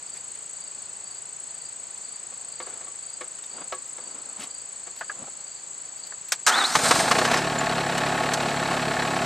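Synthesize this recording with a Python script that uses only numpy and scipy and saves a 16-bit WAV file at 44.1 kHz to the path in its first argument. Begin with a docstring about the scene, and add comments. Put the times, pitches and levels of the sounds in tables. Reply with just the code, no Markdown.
"""Tractor start on a cricket lawn

A stereo pair on the grass, the tractor straight ahead, crickets scraping their wings near and far.
A man climbs on, sits down and turns the key. The solenoid clicks, the starter grinds through a
compression, and the three-cylinder diesel catches with hard knocks, runs up and idles, clattering."""
import sys
import numpy as np
from scipy import signal
from scipy.fft import rfft, irfft, next_fast_len
from scipy.io import wavfile
from scipy.ndimage import map_coordinates

SR = 44100
rng = np.random.default_rng(int(sys.argv[2]) if len(sys.argv) > 2 else 0)


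def generate_wav(signal):
    """Clip the signal to [-1, 1] and save it as 16-bit WAV at the path in sys.argv[1]."""
    frames = np.transpose(np.atleast_2d(signal))
    scaled = np.clip(frames, -1, 1) * 32767
    pcm = np.round(scaled).astype(np.int16)
    wavfile.write(sys.argv[1], SR, pcm)


N = 407925

# Spectra of the lawn's background. Each row: frequency in Hz, relative level in dB.
AIR_SPECTRUM = [(15, -46), (25, -19), (76, -9.5), (128, -1.5), (304, -5), (373, -1.5), (790, 0.5),
                (3460, -6), (4540, -8.5), (5090, -6), (5700, -10), (7410, -29), (12500, -120)]
CHORUS_SPECTRUM = [(3000, -62), (3900, -35), (4500, -19.5), (5100, -36), (5900, -19.5), (6600, -3),
                   (7200, 2), (7800, 1), (8300, -4), (8800, -15), (10500, -33.5), (15500, -42.5)]
FAR_CHIRP_SPECTRUM = [(3600, -23), (4150, -5), (4500, 0), (4800, -5), (5100, -26)]
# The nearest cricket. Each row: start and end in seconds, pitch in Hz, level in dB.
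NEAR_TRILLS = [(.030, 4.93, 8003, -35), (4.976, 5.58, 7900, -36.5), (5.639, 6.49, 7860, -35.5),
               (6.506, 9.25, 7990, -42)]
# Crickets farther off. Each row: first chirp and interval in seconds, pitch in Hz, level in dB.
FAR_CHIRPERS = [(.133, .4905, 4620, -51), (.3, .57, 4300, -60)]

# Trouser legs brushing; clothes on the cushion. Each row: peak in seconds, level in dB,
# half length in seconds.
TROUSER_SWISHES = [(.09, -57, .025), (.165, -49, 0.023), (.36, -53, .015), (4.425, -39, 0.03)]
CLOTH_RUBS = [(2.76, -54, 0.14), (3.585, -44.5, 0.059), (4.164, -52, 0.21), (4.423, -46, 0.05),
              (5.222, -46, 0.069)]
# Spectra of cloth and small metal parts. Each row: frequency in Hz, relative level in dB.
SWISH_SPECTRUM = [(2000, 6), (5000, 0), (9000, -3), (15000, -24)]
RUB_SPECTRUM = [(88, -40), (150, -9), (223, -0.5), (999, -1), (1310, -1.5), (1780, -11), (4000, -15.5),
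                (5200, -39), (8800, -120)]
CLACK_SPECTRUM = [(120, -43), (200, -19), (438, -16), (892, -3.5), (1750, 0), (2670, -6.5), (4060, -4),
                  (5240, -2), (7820, -2.5), (9050, -5), (9730, -18), (11900, -16), (15600, -36)]
TICK_SPECTRUM = [(2000, 6), (4500, 7), (9000, -2), (13000, 2), (15500, -12)]
# Boots on the platform. Each row: start in seconds, level in dB, seconds to fall 60 dB.
BOOT_STEPS = [(2.321, -46.5, .08), (2.601, -32, .09), (2.668, -42.5, .3), (2.81, -44.5, .12),
              (2.87, -43, .07), (3.209, -32.5, .12), (3.723, -26, .085), (3.980, -38.5, .065),
              (4.869, -41, .1)]
# The floor panel's ring. Each row: frequency in Hz, level in dB relative to the step.
PANEL_MODES = [(365, -9), (510, -6.5), (1135, -5), (1650, -11)]
# Resonances of what the driver bumps. Each row: frequency and width in Hz, relative level in dB.
PLATFORM_MODES = [(376, 38, -0.5), (546, 170, -3), (760, 130, 1), (1010, 160, -3.5), (1270, 73, 2),
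                  (1477, 80, -4.5), (1820, 220, -7), (2180, 200, -3), (3600, 2000, -11.5)]
SEAT_MODES = [(190, 45, 1), (296, 50, -4), (562, 70, -3)]
LINKAGE_MODES = [(716, 190, -7), (1220, 150, -0.5), (1650, 200, 2.5)]
# Loose parts shaken. Each row: start in seconds, ring pitch in Hz, ring and crack levels in dB.
LOOSE_CLANKS = [(3.385, 2920, -46, -41), (3.437, 3650, -42, -38.5), (7.586, 7140, -19, -42),
                (7.977, 2900, -24, -23), (8.335, 3990, -25.5, -15)]
# The driver settling in at the controls. Each row: start in seconds, level in dB.
METAL_TICKS = [(3.8751, -49), (4.9626, -42), (4.9891, -41), (5.9783, -49), (6.0674, -41), (6.2841, -39.5)]
SEAT_THUMPS = [(4.39, -41), (5.196, -43), (5.218, -39.5)]
LEVER_CLUNKS = [(5.01, -21), (5.096, -24.5), (6.121, -36.5)]

# The solenoid pulling in. Each row: start in seconds, level in dB, seconds to fall 60 dB.
SOLENOID_CLICKS = [(6.320, -13.5, .065)]
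# Starter speed, sagging on the compression. Each row: time in seconds, whine pitch in Hz.
STARTER_PITCH = [(6.46, 2200), (6.54, 3400), (6.565, 3900), (6.585, 4030), (6.61, 3800), (6.635, 3350),
                 (6.66, 4200), (6.75, 6100), (6.87, 7800), (7.02, 8800), (7.5, 4200)]
# Spectra of the starter's housing, gears and overrun. Each row: frequency in Hz, relative level in dB.
WHINE_RESPONSE = [(2200, -58), (3350, -31.5), (4000, -26), (4300, -31), (4900, -40), (6100, -37),
                  (8800, -43)]
GEAR_SPECTRUM = [(88, -56), (150, -40), (254, -6.5), (335, -26), (602, -16), (650, -4), (885, -3.5),
                 (1150, -7.5), (1280, 0.5), (2610, -17), (3610, -19), (3890, -14), (6000, -33), (7800, -61),
                 (13200, -120)]
OVERRUN_SPECTRUM = [(1760, -34), (3000, -6), (4260, 3), (4660, -2.5), (5020, 3.5), (5200, -2.5), (8760, 2),
                    (10200, -14.5), (12600, -14.5), (15500, -49)]

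# Spectra of the exhaust and the engine's metal. Each row: frequency in Hz, relative level in dB.
PIPE_RESPONSE = [(20, -34), (35, -19), (71, -14), (106, -8.5), (142, 2), (177, 0), (213, -9), (248, 0),
                 (284, -6), (320, -16.5), (355, -4.5), (390, -4), (480, -18.5), (700, -39)]
RUMBLE_SPECTRUM = [(15, -13), (60, -7), (110, -7.5), (170, 3), (300, -3)]
BLOCK_SPECTRUM = [(53, -44), (90, -21), (136, -16), (205, -5), (242, 0), (323, -3), (360, -2), (508, -2),
                  (736, 2), (956, -2.5), (1110, -36), (1190, -6.5), (1730, -9), (2400, -11.5), (3120, -36),
                  (5280, -120)]
CLATTER_SPECTRUM = [(590, -21), (1000, -7), (1110, 4.5), (1190, -7), (1710, -4), (2180, -14), (2560, -5),
                    (3370, -11.5), (4190, -9.5), (4700, -13), (5920, -15.5), (7360, -24.5), (8740, -20),
                    (14600, -38), (15500, -56)]
KNOCK_SPECTRUM = [(88, -48), (150, -16), (1170, 1), (2450, -9), (2860, -7.5), (3160, -12.5), (4390, -10.5),
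                  (5330, -15.5), (7710, -15.5), (9000, -23), (10100, -28), (12000, -30), (15500, -56)]
# Block and hood resonances. Each row: frequency and width in Hz, relative level in dB.
BLOCK_MODES = [(350, 26, -9), (476, 43.3, -7), (661, 24, 6), (736, 53, 3.2), (857, 31, 5.5),
               (1103, 32, -0.5), (1265, 36, -2.5), (1435, 63, -3.5), (1620, 62, -2), (1787, 150, -4.5),
               (2210, 180, -9.5), (2516, 170, -11.5), (3250, 260, -15), (3880, 200, -12.5),
               (4420, 150, -15.5)]
# The ring of the valve cover and of a thin plate. Each row: frequency in Hz, level in dB.
COVER_MODES = [(1770, -30), (4350, -37)]
PLATE_MODES = [(5130, -26), (6170, -27.5)]
# Hard first combustions. Each row: start in seconds, level in dB.
FIRST_KNOCKS = [(6.752, -7), (6.909, -6.5), (6.989, -15.5), (7.111, -9), (7.185, -13.5), (7.249, -13.5),
                (7.313, -15), (7.338, -12.5), (7.371, -17)]

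MESH_S, UNLOAD_S, KEY_OFF_S = 6.465, 6.643, 7.03  # pinion hits, compression is past, key is let go
CATCH_S, FUEL_CUT_S = 6.75, 7.33  # engine catches; full fuel starts fading to the idle ration
CATCH_RATE, IDLE_RATE, RUN_UP_PER_S = 13.3, 35.47, 40  # firings a second; their gain each second
HUNT_RATE, HUNT_PERIOD_S, HUNT_DECAY_S = 1.2, .77, .42  # the governor's swing, in firings a second


def amp(db):
    """Decibels to gain."""
    return 10 ** (np.asarray(db) / 20)


def unit(x):
    """Scale to rms 1."""
    return x / np.sqrt(np.mean(x ** 2) + 1e-20)


def clock():
    """Time of each sample in seconds."""
    return np.arange(N) / SR


def ramp(start, length):
    """Rises from 0 to 1 over length seconds."""
    return np.clip((clock() - start) / length, 0, 1)


def wobble(rate):
    """A smooth random curve, rate knots a second."""
    return map_coordinates(rng.standard_normal(int(N * rate / SR) + 4), [clock() * rate])


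def filtered(x, response):
    """Pass x through a complex response of frequency."""
    size = next_fast_len(N + SR // 2)
    return irfft(rfft(x, size) * response(np.fft.rfftfreq(size, 1 / SR)), size)[..., :N]


def colour(points):
    """Response through (Hz, dB) points, falling steeply outside them."""
    f, db = np.transpose(points)
    return lambda hz: (amp(np.interp(np.log(hz + 1), np.log(f), db))
                       * np.minimum(1, hz / f[0]) ** 3 / np.maximum(1, hz / f[-1]) ** 4)


def resonant(modes, top_hz=np.inf):
    """Response of (Hz, width, dB) resonances, softened above top_hz."""
    return lambda f: sum((-1) ** k * amp(db) * 1j * f * width / (hz * hz - f * f + 1j * f * width)
                         for k, (hz, width, db) in enumerate(modes)) / (1 + (f / top_hz) ** 2)


def causal(points, size=8192):
    """Impulse response with the given (Hz, dB) colour that rings only after the blow."""
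    cepstrum = irfft(np.log(colour(points)(np.fft.rfftfreq(size, 1 / SR)) + 1e-4))
    cepstrum[1:size // 2] *= 2
    cepstrum[size // 2 + 1:] = 0
    return irfft(np.exp(rfft(cepstrum)))


def noise(response):
    """Coloured noise of rms 1."""
    return unit(filtered(rng.standard_normal(N), response))


def blows(rows, attack):
    """Envelope of (s, dB, t60) blows that rise fast and die away."""
    out, t = np.zeros(N + SR), np.arange(SR // 2) / SR
    for s, db, t60 in rows:
        out[round(s * SR):][:len(t)] += (amp(db - 60 * t / t60) * (1 - np.exp(-t / attack))) ** 2
    return np.sqrt(out[:N])


def pings(rows, t60, attack):
    """Single (s, Hz, dB) modes set ringing, their phase slightly unsteady."""
    out, t = np.zeros(N + SR), np.arange(SR // 3) / SR
    for s, hz, db in rows:
        drift = np.cumsum(rng.standard_normal(len(t))) * np.sqrt(5 / (t60 * SR))
        envelope = amp(db - 60 * t / t60) * (1 - np.exp(-t / attack))
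        out[round(s * SR):][:len(t)] += envelope * np.sin(2 * np.pi * hz * t + drift)
    return out[:N]


def placed(x, pan_db, spread_db):
    """A source pan_db to the left, with scatter from the trees that differs at each microphone."""
    t = np.arange(SR // 3) / SR
    tail = rng.standard_normal((2, len(t))) * amp(-60 * t / 0.21) * (t > .004)
    scatter = signal.fftconvolve(x[None], tail / np.linalg.norm(tail[0]), axes=1)[:, :N]
    return x * amp([[pan_db / 2], [-pan_db / 2]]) + amp(spread_db) * scatter


def diffuse(points, pan_db, side_db):
    """Noise reaching the microphones from all around."""
    mid, side = noise(colour(points)), amp(side_db) * noise(colour(points))
    return unit(np.array([mid + side, mid - side]) * amp([[pan_db / 2], [-pan_db / 2]]))


def open_air():
    """Soft, nearly steady air over the lawn."""
    return amp(-50.5 + 0.2 * wobble(2.5)) * diffuse(AIR_SPECTRUM, pan_db=0.6, side_db=-4.5)


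def wing_strokes(rows, half_s, sag, scatter):
    """A train of (s, Hz, dB) wing strokes, each a tone that sags as the scraper slows."""
    out, t = np.zeros(N + SR), np.arange(-SR // 40, SR // 40) / SR
    envelope = np.sqrt(2) * np.exp(-(t / half_s) ** 4)
    for s, hz, db in rows:
        gain = amp(db + rng.normal(0, 0.36))
        pitch = hz * (1 + scatter * rng.standard_normal())
        cycles = pitch * t * (1 - sag * t / half_s / 2) + rng.random()
        out[round(s * SR):][:len(t)] += gain * envelope * np.sin(2 * np.pi * cycles)
    return out[SR // 40:][:N] * amp(1.1 * wobble(700))


def near_cricket(stroke_rate=27.665):
    """Long trills of wing strokes, close by on the left; one microphone hears them first."""
    rows = [(s, hz, db) for start, end, hz, db in NEAR_TRILLS
            for s in np.arange(start, end, 1 / stroke_rate)]
    trill = wing_strokes(rows, half_s=0.0056, sag=0.014, scatter=0.0033)
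    stereo = placed(trill, pan_db=4.8, spread_db=-19)
    return filtered(stereo, lambda hz: np.exp(1j * 0.46 * hz / 8000 * np.array([[-1], [1]])))


def crickets():
    """Two trillers and two chirpers stand out on the left of a distant chorus."""
    near = near_cricket()
    rows = [(s, 7730, -42) for s in np.arange(0, N / SR, 1 / 29.3)]
    second = wing_strokes(rows, half_s=0.0023, sag=0.0086, scatter=0.0042)
    far = amp(-58 + 1.76 * wobble(25)) * diffuse(FAR_CHIRP_SPECTRUM, pan_db=0.5, side_db=-31.5)
    chorus_db = -43 + 0.35 * wobble(14) + 1.3 * wobble(160)
    chorus = amp(chorus_db) * diffuse(CHORUS_SPECTRUM, pan_db=1.0, side_db=-7)
    return near + placed(second + chirpers(), pan_db=4.5, spread_db=-3) + far + chorus


def chirpers(gap_s=.049):
    """Farther crickets give nearly evenly spaced chirps of three rasping strokes."""
    rows = []
    for first, every, hz, db in FAR_CHIRPERS:
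        for beat in np.arange(first, N / SR - 2 * gap_s, every):
            s = beat + rng.normal(0, .008)
            rows += [(s + k * gap_s, hz, db + rng.normal(0, 1.5)) for k in (-1, 0, 1)]
    return wing_strokes(rows, half_s=.012, sag=.015, scatter=.01) * amp(3 * wobble(500))


def clothes():
    """Trouser legs brush together and cloth rubs the cushion in short swells."""
    swells = lambda rows: sum(amp(db) * np.exp(-((clock() - s) / half) ** 2) for s, db, half in rows)
    rubs = noise(colour(RUB_SPECTRUM)) * swells(CLOTH_RUBS) * amp(3 * wobble(90))
    return rubs + noise(colour(SWISH_SPECTRUM)) * swells(TROUSER_SWISHES)


def boots():
    """Each step knocks the platform and rings the floor panel."""
    steps = noise(resonant(PLATFORM_MODES, top_hz=6000)) * blows(BOOT_STEPS, attack=0.0011)
    rings = [(s, hz, db + ring_db + rng.normal(0, 2))
             for s, db, _ in BOOT_STEPS for hz, ring_db in PANEL_MODES]
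    return steps + pings(rings, t60=0.15, attack=0.0017)


def clanks():
    """Loose metal parts crack and ring as the driver's weight or the engine shakes the frame."""
    cracks = blows([(s, db, .045) for s, _, _, db in LOOSE_CLANKS], attack=0.0013)
    rings = [(s, hz, db) for s, hz, db, _ in LOOSE_CLANKS]
    return noise(colour(CLACK_SPECTRUM)) * cracks + pings(rings, t60=0.06, attack=0.001)


def controls():
    """A lever clunks in its linkage and small metal parts tick."""
    clunks = blows([(s, db, .06) for s, db in LEVER_CLUNKS], attack=0.0011)
    ticks = blows([(s, db, .05) for s, db in METAL_TICKS], attack=0.001)
    return noise(resonant(LINKAGE_MODES, top_hz=4000)) * clunks + noise(colour(TICK_SPECTRUM)) * ticks


def seat():
    """The driver's weight thumps into the seat."""
    thumps = blows([(s, db, .14) for s, db in SEAT_THUMPS], attack=.003)
    return noise(resonant(SEAT_MODES, top_hz=1500)) * thumps


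def solenoid(tooth_gap_s=.007, tooth_loss_db=1.5):
    """The solenoid clicks, then the pinion hits the ring gear and chatters into mesh."""
    chatter = [(MESH_S + k * tooth_gap_s, -11.5 - k * tooth_loss_db, .057) for k in range(5)]
    return noise(colour(CLACK_SPECTRUM)) * blows(SOLENOID_CLICKS + chatter, attack=0.00064)


def starter():
    """The motor grinds through a compression, races free once the engine fires, then coasts."""
    t = clock()
    hz = np.interp(t, *np.transpose(STARTER_PITCH))
    phase = 2 * np.pi * np.cumsum(hz * (1 + .028 * wobble(900))) / SR
    whine = colour(WHINE_RESPONSE)(hz) * amp(3.6 * wobble(120)) * unit(np.sin(phase))
    teeth = unit(1 + .6 * np.sin(phase / 9))
    # the grind is loudest taking up the load and drops once past the compression
    load_db = 7 * (1 - ramp(MESH_S, .05)) - 7.2 * ramp(UNLOAD_S, .02)
    grind = amp(-22.7 + load_db + 0.88 * wobble(110)) * teeth * noise(colour(GEAR_SPECTRUM))
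    hiss = amp(-27.8 + 4.5 * np.log2(hz / 8000) + 1.8 * wobble(150)) * noise(colour(OVERRUN_SPECTRUM))
    surge_db = 6 * np.exp(-((t - 6.868) / .026) ** 2)  # the gears rasp as the engine overtakes them
    coast_db = -4 * ramp(KEY_OFF_S, .02) - 16 * np.maximum(t - KEY_OFF_S, 0)
    spinning = ramp(MESH_S, .01) - ramp(STARTER_PITCH[-1][0] - .12, .1)
    motor = (whine + grind + hiss) * amp(surge_db + coast_db) * spinning
    # a small housing radiates little bass
    return filtered(motor + solenoid(), lambda f: (1j * f / (1j * f + 90)) ** 2)


def firing_count():
    """Running count of firings: the engine gains speed until the governor holds it, hunting a little."""
    climb = CATCH_RATE + RUN_UP_PER_S * np.maximum(clock() - CATCH_S, 0)
    held_s = np.maximum(climb - IDLE_RATE, 0) / RUN_UP_PER_S
    hunt = HUNT_RATE * np.exp(-held_s / HUNT_DECAY_S) * np.sin(2 * np.pi * held_s / HUNT_PERIOD_S)
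    firings = np.cumsum(np.minimum(climb, IDLE_RATE) + hunt) / SR
    return firings - np.interp(7.743, clock(), firings)  # zero falls at a moment of idle


def firing_samples(firings, delay=0):
    """The sample that follows each firing by delay, a fraction of the firing interval."""
    return np.flatnonzero(np.diff(np.floor(firings - delay)))


def per_firing(firings, delay, t60, cylinder_db, scatter_db, jitter_s):
    """Envelope of one blow per firing; each cylinder has its own strength and no two blows are alike."""
    times = firing_samples(firings, delay) / SR
    chance = rng.standard_normal((len(times), 2))
    levels = np.resize(cylinder_db, len(times)) + scatter_db * chance[:, 0]
    times += jitter_s * chance[:, 1]
    envelope = blows([(s, db, t60) for s, db in zip(times, levels) if s > CATCH_S], attack=.0035)
    return envelope / np.sqrt(np.mean(envelope[-SR:] ** 2))


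def exhaust(firings, idling, cylinder_db, scatter_db):
    """One puff per firing through pipe and muffler, no two quite equal, over a low rumble."""
    at = firing_samples(firings)
    puffs = np.zeros(N)
    puffs[at] = amp(np.resize(cylinder_db, len(at)) + scatter_db * rng.standard_normal(len(at)))
    note = signal.fftconvolve(puffs, causal(PIPE_RESPONSE))[:N]
    return note / np.std(note[idling]) + amp(-10) * noise(colour(RUMBLE_SPECTRUM))


def block_ring(firings, idling, jitter_s, scatter_db, count):
    """Pistons and valves strike the block at the same crank angles in every three-firing cycle."""
    angles = np.arange(count) % 3 + .23 + .36 * rng.exponential(size=count)  # bunched after combustion
    signs = rng.choice([-1, 1], count)
    cycles = np.arange(np.floor(firings[round(CATCH_S * SR)] / 3), firings[-1] / 3)[:, None]
    times = np.interp(3 * cycles + angles, firings, clock(), right=N)
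    times += jitter_s * rng.standard_normal(times.shape)
    sizes = signs * amp(scatter_db * rng.standard_normal(times.shape))
    slaps = np.bincount(np.clip(times * SR, 0, N).astype(int).ravel(), sizes.ravel(), N + 1)[:N]
    ring = filtered(slaps, resonant(BLOCK_MODES))
    return ring / np.std(ring[idling])


def clatter_and_fan(valves, combustion):
    """Injectors and valves clatter, losing their top inside the hood, where the fan hisses steadily."""
    clatter = noise(colour(CLATTER_SPECTRUM)) * np.hypot(.55 * valves, .7 * combustion)
    fan = filtered(noise(colour(CLATTER_SPECTRUM)), lambda hz: np.interp(hz, [3000, 9000], [.4, .75]))
    return filtered(clatter, lambda hz: 1 / np.hypot(1, hz / 8000)) + fan


def valve_cover(firings):
    """Every firing rings the valve cover, each mode with a new strength."""
    times = firing_samples(firings, delay=.3) / SR
    rings = [(s, hz, db + rng.normal(0, 4.5)) for s in times[times > CATCH_S] for hz, db in COVER_MODES]
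    return pings(rings, t60=.045, attack=.002)


def engine():
    """Each firing puffs from the pipe and shakes the metal; block and clatter are louder on full fuel."""
    firings = firing_count()
    extra_fuel = 1 - ramp(FUEL_CUT_S, .08)
    idling = extra_fuel == 0
    pipe = amp(-34.2) * exhaust(firings, idling, cylinder_db=[0, .7, -.7], scatter_db=0.85)
    ring = block_ring(firings, idling, jitter_s=.00008, scatter_db=2.5, count=45)
    combustion = per_firing(firings, delay=.27, t60=.085, cylinder_db=[0, 1, -1],
                            scatter_db=2.2, jitter_s=.002)
    valves = per_firing(firings, delay=.085, t60=.039, cylinder_db=[-1, .5, 1],
                        scatter_db=1.5, jitter_s=.003)
    roar = noise(colour(BLOCK_SPECTRUM)) * np.hypot(.65, .75 * combustion)
    block = amp(-26.4 + 3 * extra_fuel) * (amp(-2.5) * ring + amp(-4.5) * roar)
    clatter = amp(-32 + 2.3 * extra_fuel) * clatter_and_fan(valves, combustion)
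    return ramp(CATCH_S, .02) * pipe + ramp(CATCH_S, .09) * (block + clatter + valve_cover(firings))


def knocks():
    """The first combustions hit hard and ring a thin plate."""
    bangs = blows([(s, db, .068) for s, db in FIRST_KNOCKS], attack=0.0017)
    rings = [(s, hz, db) for s, _ in FIRST_KNOCKS for hz, db in PLATE_MODES]
    return noise(colour(KNOCK_SPECTRUM)) * bangs + pings(rings, t60=.08, attack=.004)


def scene():
    """The tractor straight ahead of the microphones, insects and soft outdoor air around it."""
    air = open_air()
    tractor = engine() + knocks() + starter() + clanks() + boots() + seat() + clothes() + controls()
    # treble differs more between the two microphones than bass does
    width = filtered(tractor, lambda hz: 1j * amp(-14.5) * np.minimum(hz / 11000, 1) ** 1.06)
    return placed(tractor, pan_db=0.1, spread_db=-44) + width * [[1], [-1]] + crickets() + air


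def record(dry):
    """The camera at the microphone position keeps nothing above 15.8 kHz."""
    return filtered(dry, lambda hz: hz < 15800)


dry = scene()
out = record(dry)
generate_wav(out)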